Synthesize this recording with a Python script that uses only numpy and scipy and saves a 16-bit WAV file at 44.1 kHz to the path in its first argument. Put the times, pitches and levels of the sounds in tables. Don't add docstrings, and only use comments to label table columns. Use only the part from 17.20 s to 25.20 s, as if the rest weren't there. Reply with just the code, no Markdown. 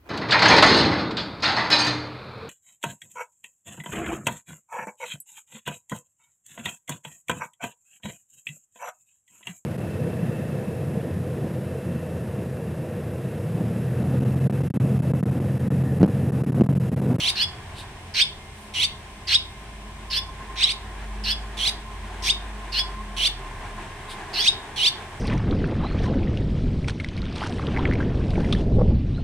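import sys
import numpy as np
from scipy import signal
from scipy.fft import rfft, irfft
from scipy.io import wavfile
from scipy.ndimage import uniform_filter1d

SR = 44100
rng = np.random.default_rng(int(sys.argv[2]) if len(sys.argv) > 2 else 0)


def persist_wave(psi):
    counts = np.round(np.clip(psi, -1, 1) * 32767).astype(np.int16)
    wavfile.write(sys.argv[1], SR, np.atleast_2d(counts).T)


N = 352800
TIME = np.arange(N) / SR

# (start [s], length [s], pitch [ratio], level [dB], hoarseness [ratio], strain [dB])
LONG_TIMES = [(-.014, 0.12, 1.03, 0.5, 1.1, -0.5), (1.537, .12, 1, 1.4, 1.05, -3),
              (3.403, .12, 1.04, -4, 1.4, -7.5), (4.369, .129, 1.056, -0.4, 1.02, 0),
              (5.964, .115, .99, 1.5, 1, -.5), (7.559, 0.13, 1, 4, .68, -1)]
HOARSE_TIMES = [(.153, .094, 0.97, 1.6, 0.88, -1), (.939, 0.092, 0.96, 1.5, 0.83, -0.87),
                (2.07, 0.095, 0.98, 1.4, 0.86, 0.073), (2.9, .095, 0.99, -.7, 1.21, 0.51),
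                (4.036, .098, .97, -0.79, 1.14, 1.4), (5.52, .097, .98, 0.81, 1, -0.65),
                (7.131, 0.1, 0.97, 0.039, 1.08, 0.85)]
SHARP_TIMES = [(.939, 0.094, 0.96, 0.45, 1.13, -1), (2.072, 0.093, 1.01, 0.65, 1.08, -4),
               (3.356, 0.097, 1.046, 0.61, 0.73, -3.5), (5.022, 0.095, 0.98, 0.054, 1.15, 8),
               (7.204, 0.09, 1.005, 2.6, 0.8, 5)]

LONG_CALL = dict(low_glide=(2480, 2130, 3620, 0.326, .87, 4.6),
             high_glide=(3600, 2930, 4650, .33, .87, 2.4), low_swell=(-20.8, .83, 8, 4),
             high_swell=(-21.5, .79, 1.05, 10), rasp_swell=(-28.2, 1.5, .3, 7),
             clearing=(.7, .08, .6, 0.14))
HOARSE_CALL = dict(low_glide=(2870, 2800, 3490, 0.202, .83, 1.9),
               high_glide=(5000, 4220, 5380, .41, .85, 1.9), low_swell=(-21, 2.3, 1.3, 4),
               high_swell=(-21, 0.8, 0.66, 16), rasp_swell=(-26, .78, 0.58, 12),
               clearing=(.9, 0.24, .45, 0.13))
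SHARP_CALL = dict(low_glide=(2700, 2380, 3760, .58, 0.88, 1.9),
              high_glide=(4100, 3450, 5150, 0.57, .88, 1.7), low_swell=(-10, 0.9, 6, 10.5),
              high_swell=(-20, 0.87, 1.4, 14.5), rasp_swell=(-23, 0.7, 0.7, 18),
              clearing=(0.96, 0.1, 0.645, .04))

# (frequency [Hz], level [dB])
LONG_RASP = [(1000, -18), (1800, -18), (2400, 1.5), (3300, -2), (4300, -1), (5000, -14.5), (5750, -4.5),
             (6700, -13.5), (7800, -11.5), (9100, -8), (10800, -12.5), (12600, -18.5), (13400, -44)]
HOARSE_RASP = [(1000, -30.5), (1750, 2.5), (2150, -6), (2850, 3.5), (3600, -1), (4500, 2.5), (5800, -3.5),
               (6700, -36), (7600, -40), (8700, -7.5), (10300, -18), (12500, -13.5), (13600, -33)]
SHARP_RASP = [(1000, -25), (1700, -11), (2350, 0.5), (3600, 2.5), (4700, -5.5), (5500, 6), (7000, -17),
              (8700, -11.5), (10000, -20.5), (12500, -19), (13600, -38)]

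# (left delay [ms], left level [dB], right delay [ms], right level [dB])
LONG_ECHOES = [(0.906, -10.5, 0.32, -5.5), (1.051, -10.5, 0.503, -10), (1.435, -9, 0.93, -9)]
HOARSE_ECHOES = [(0.146, -8.5, 0.39, -13.5), (0.279, -11, 0.9, -33), (1.385, -9.5, 1.18, -26)]
SHARP_ECHOES = [(0.116, -5.5, 0.093, -11), (0.592, -9, 0.48, -9), (1.886, -15, 0.95, -19)]

# (time [s], half length [s], relative
# level [dB], tilt [dB per octave])
NEST_HISSES = [(.595, .022, -44, -1), (1.42, .06, -63, 13), (6.917, .018, -43, 0)]
# (frequency [Hz], level [dB])
NEST_HISS_COLOUR = [(2200, -8), (3600, 3.5), (4800, -5), (6200, -19), (8800, -6.5), (12000, -21)]

# (frequency [Hz], level [dB])
TRAFFIC_COLOUR = [(100, -12.5), (200, -5), (280, -6), (400, 1.5), (540, -12), (700, 0.5), (1080, -0.5),
                  (1300, -9), (1650, -2.5), (2500, -11), (3500, -15.5), (5000, -25.5), (9000, -26)]
RUMBLE_COLOUR = [(60, -3), (85, 0.5), (125, -3), (190, -12)]
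# (time [s], half length [s], level [dB])
TYRE_SWELLS = [(0, 0.56, -44), (4.9, 1.34, -43.5), (7.25, 0.91, -40)]
RUMBLE_SWELLS = [(.3, 0.42, -45), (6.5, 0.33, -47.5)]

# (time [s], half length [s], level [dB])
DRONE_SWELLS = [(3.1, .7, -40), (4.1, .32, -33.5), (5.4, 0.94, -35)]

# (frequency [Hz], level [dB], wander [Hz])
HUM_LINES = [(83.4, -52.5, 3.85), (2100, -61.5, 8)]
# (time [s], half length [s], level [dB])
WHINE_SWELLS = [(3.15, 0.22, -45.5), (5.75, 0.15, -42), (5.8, 1.9, -51)]
HUM_SWELLS = [(4.56, 1, -51)]

# (frequency [Hz], level [dB])
AIR_LOW = [(15, -37), (25, -1), (43, -5), (91, -9.5), (135, -4), (173, -14), (207, -6.5), (237, -15.5),
           (352, -13.5), (409, -10), (482, -23), (639, -13), (919, -17), (1010, -12.5), (1300, -27.5),
           (1690, -72), (2860, -120)]
AIR_HIGH = [(760, -27), (1300, -8), (1830, -0.5), (2010, -7), (2280, -1), (2890, -4.5), (3140, -4),
            (4650, -13.5), (5380, -12), (6900, -16), (8410, -10.5), (11000, -21), (15500, -31.5)]


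def chick(shape, colour, calls, echoes, pan_db, **overtones):
    out = np.zeros(N)
    for start, *manner in calls:
        call = chirp(shape, colour, *manner, **overtones)
        at = int(start * SR) + np.arange(len(call))
        inside = (at >= 0) & (at < N)
        out[at[inside]] += call[inside]
    khz = np.fft.rfftfreq(N, 1000 / SR)

    def echo(delay_ms, level_db):
        return undb(level_db) * np.exp(-2j * np.pi * khz * delay_ms)

    paths = 1
    for left_ms, left_db, right_ms, right_db in echoes:
        paths = paths + np.array([echo(left_ms, left_db), echo(right_ms, right_db)])
    pan = undb(np.array([[pan_db], [-pan_db]]) / 2)
    return irfft(rfft(out) * paths, N) * pan


def chirp(shape, colour, length, pitch, level_db, hoarse, strain_db, coupling_db, sum_db, octave_db,
          low_octave_db, beak_hz):
    edge_s = .002
    t = np.arange(int((length + edge_s) * SR)) / SR
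    place = t / length
    rough = clearing(place, *shape["clearing"])
    low_hz = glide(t, length, *shape["low_glide"])
    high_hz = glide(t, length, *shape["high_glide"])
    low, low_gain = membrane(pitch * low_hz, hoarse * rough)
    high, high_gain = membrane(pitch * high_hz, hoarse * rough)
    low_gain = low_gain * envelope(place, *shape["low_swell"])
    high_gain = high_gain * envelope(place, *shape["high_swell"])

    coupling_growth = 1.1
    second_sideband = 0.28
    coupling = undb(coupling_db + strain_db + coupling_growth * level_db) * np.sqrt(abs(rough))
    beat = high * low.conj()
    sidebands = coupling * (beat + second_sideband * beat ** 2)
    voice = low_gain * low + high_gain * high * (1 + sidebands)

    low_octave_hz = 3200
    low_octave_gain = undb(low_octave_db) / (1 + (low_hz / low_octave_hz) ** 8)
    voice += low_octave_gain * low_gain * low ** 2

    beak_width_hz = 700

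    def beak(hz):
        return 1 / (1 + .5 * ((pitch * hz - beak_hz) / beak_width_hz) ** 2)

    sum_gain = undb(sum_db) * np.sqrt(abs(low_gain * high_gain))
    voice += sum_gain * beak(low_hz + high_hz) * low * high
    voice += undb(octave_db) * high_gain * beak(2 * high_hz) * high ** 2

    rasp = hoarse * envelope(place, *shape["rasp_swell"]) * rasp_noise(colour, place, strain_db)
    edges = np.clip(np.minimum(t, t[-1] - t) / edge_s, 0, 1)
    return undb(level_db) * (voice.real + rasp) * edges


def membrane(hz, rough):
    jitter, jitter_hz = 0.078, 450
    shimmer, shimmer_hz = 0.45, 380
    size = len(hz)
    fluttering_hz = hz * (1 + jitter * rough * wander(jitter_hz, size))
    phase = 2 * np.pi * np.cumsum(fluttering_hz) / SR
    strength = np.sqrt(2) * (1 + shimmer * rough * wander(shimmer_hz, size))
    return np.exp(1j * phase), strength


def rasp_noise(colour, place, strain_db):
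    strain_tilt = 0.48
    treble_hz, opening_db = 7000, 7
    grain, grain_hz = 0.26, 510
    tilted = [(hz, db + strain_tilt * strain_db * np.log2(hz)) for hz, db in colour]
    hiss = coloured(tilted, len(place))
    treble = signal.sosfiltfilt(signal.butter(3, treble_hz, "high", fs=SR, output="sos"), hiss)
    treble_gain = undb(opening_db * (place ** 2 - 1))
    hiss = hiss + treble * (treble_gain - 1)
    return hiss * (1 + grain * wander(grain_hz, len(place)))


def glide(t, length, opening_hz, lowest_hz, top_hz, lowest_at, top_at, power):
    rounding_s = 0.0087
    place = t / length
    sag = np.clip(1 - place / lowest_at, 0, 1) ** 2
    climb = np.clip((place - lowest_at) / (top_at - lowest_at), 0, 1) ** power
    hz = lowest_hz + (opening_hz - lowest_hz) * sag + (top_hz - lowest_hz) * climb
    return uniform_filter1d(hz, max(int(rounding_s * SR), 1), mode="nearest")


def envelope(place, peak_db, peak_at, power, fade_db):
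    onset_step = 0.049
    peak_at = min(peak_at, .99)
    attack = np.clip((place + onset_step) / (peak_at + onset_step), 0, 1) ** abs(power)
    faded = np.clip((place - peak_at) / (1 - peak_at), 0, 1)
    return attack * undb(peak_db - fade_db * faded)


def clearing(place, first, last, middle, width):
    return last + (first - last) * (1 - np.tanh((place - middle) / (2 * width))) / 2


def nest_hisses():
    lift_db = 6
    out = np.zeros(N)
    for time_s, half_s, level_db, tilt_db in NEST_HISSES:
        tilted = [(hz, db + tilt_db * np.log2(hz)) for hz, db in NEST_HISS_COLOUR]
        out += undb(level_db + lift_db) * bell(time_s, half_s) * coloured(tilted, N)
    return out


def eaves(x):
    split_hz, build_s = 5000, 0.0015
    dull_t60_s, dull_db = 0.29, -14.5206
    bright_t60_s, bright_db = 0.16, -7.5
    t = np.arange(SR // 2) / SR

    def tail(noise, t60_s, level_db):
        fade = np.exp(-np.log(1000) * t / t60_s) * np.minimum(t / build_s, 1)
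        return undb(level_db) * noise * fade / np.linalg.norm(fade)

    out = []
    for ear in range(2):
        dull = shaped(lambda f: 1 / np.hypot(1, (f / split_hz) ** 2), len(t))
        bright = shaped(lambda f: 1 / np.hypot(1, (split_hz / f) ** 2), len(t))
        response = tail(dull, dull_t60_s, dull_db) + tail(bright, bright_t60_s, bright_db)
        out.append(x[ear] + signal.fftconvolve(x[ear], response)[:N])
    return np.array(out)


def traffic():
    flicker_db, flicker_hz = 1.5, 5.8
    flicker = undb(flicker_db * wander(flicker_hz, N))
    tyres = swells(TYRE_SWELLS, steady_db=-51.5) * flicker * wide(TRAFFIC_COLOUR, side_db=-9.5)
    rumble = swells(RUMBLE_SWELLS, steady_db=-51) * coloured(RUMBLE_COLOUR, N)
    return tyres + rumble


def drone():
    running_hz, idle_hz, wander_hz = 50.4, 30.7, 0.99
    wind_down_start_s, wind_down_s, wind_down_power = 4.3, 2.55, 2.8
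    waver_db = 0.8
    slowing = np.clip((TIME - wind_down_start_s) / wind_down_s, 0, 1) ** wind_down_power
    hz = running_hz + (idle_hz - running_hz) * slowing + wander_hz * wander(3.2, N)
    return swells(DRONE_SWELLS, steady_db=-52.5) * tone(hz, waver_db * wander(2.7, N))


def machine():
    waver_db = 4.0

    def line(hz, level_db, wander_hz):
        return tone(hz + wander_hz * wander(7.55, N), level_db + waver_db * wander(3.4, N))

    hum = swells(HUM_SWELLS, steady_db=-59.5) * line(210, 0, wander_hz=3)
    for hz, level_db, wander_hz in HUM_LINES:
        hum += line(hz, level_db, wander_hz)
    whine_hz = 1048 + 9 * wander(24.7, N)
    whine = swells(WHINE_SWELLS, steady_db=-56.5) * tone(whine_hz, waver_db * wander(20.5, N))
    return hum + whine


def air():
    return undb(-46) * wide(AIR_LOW, side_db=-8) + undb(-52) * wide(AIR_HIGH, side_db=-2)


def undb(db):
    return 10 ** (np.asarray(db) / 20)


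def shaped(gain, size):
    hz = np.maximum(np.fft.rfftfreq(size, 1 / SR), 1)
    x = irfft(rfft(rng.standard_normal(size)) * gain(hz), size)
    return x / np.std(x)


def coloured(points, size):
    hz, db = np.transpose(points)

    def gain(f):
        ends = np.minimum(1, np.minimum(f / hz[0], hz[-1] / f)) ** 6
        return undb(np.interp(np.log(f), np.log(hz), db)) * ends

    return shaped(gain, size)


def wander(rate_hz, size):
    return shaped(lambda f: np.exp(-.5 * (f / rate_hz) ** 2), size)


def wide(points, side_db):
    side = signal.sosfilt(signal.butter(1, 600, "high", fs=SR, output="sos"), coloured(points, N))
    return coloured(points, N) + undb(side_db) * side * np.array([[1], [-1]])


def tone(hz, db):
    return np.sqrt(2) * undb(db) * np.sin(2 * np.pi * np.cumsum(hz) / SR)


def bell(time_s, half_s):
    return np.exp(-.5 * ((TIME - time_s) / half_s) ** 2)


def swells(rows, steady_db):
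    bells = [undb(db) * bell(time_s, half_s) for time_s, half_s, db in rows]
    return np.sqrt(undb(steady_db) ** 2 + np.sum(np.square(bells), axis=0))


def scene():
    birds = chick(LONG_CALL, LONG_RASP, LONG_TIMES, LONG_ECHOES, pan_db=0.2, coupling_db=-7.5,
                  sum_db=-8.5, octave_db=-18, low_octave_db=-33, beak_hz=9130)
    birds += chick(HOARSE_CALL, HOARSE_RASP, HOARSE_TIMES, HOARSE_ECHOES, pan_db=0.0, coupling_db=-22.5,
                   sum_db=-15.0, octave_db=-22.5, low_octave_db=-31, beak_hz=9460)
    birds += chick(SHARP_CALL, SHARP_RASP, SHARP_TIMES, SHARP_ECHOES, pan_db=-0.5, coupling_db=-12.5,
                   sum_db=-18.0, octave_db=-28, low_octave_db=-19, beak_hz=8400)
    nest = undb(-2.5) * eaves(birds + nest_hisses())
    street = traffic() + drone() + machine() + air()
    return nest + street


def record(dry):
    widen, widen_hz, top_hz = 0.59, 1500, 15700
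    difference = (dry[0] - dry[1]) / 2
    side = signal.sosfilt(signal.butter(1, widen_hz, "high", fs=SR, output="sos"), difference)
    widened = dry + widen * side * np.array([[1], [-1]])
    return signal.sosfilt(signal.ellip(8, .2, 70, top_hz, fs=SR, output="sos"), widened)


dry = scene()
out = record(dry)
persist_wave(out)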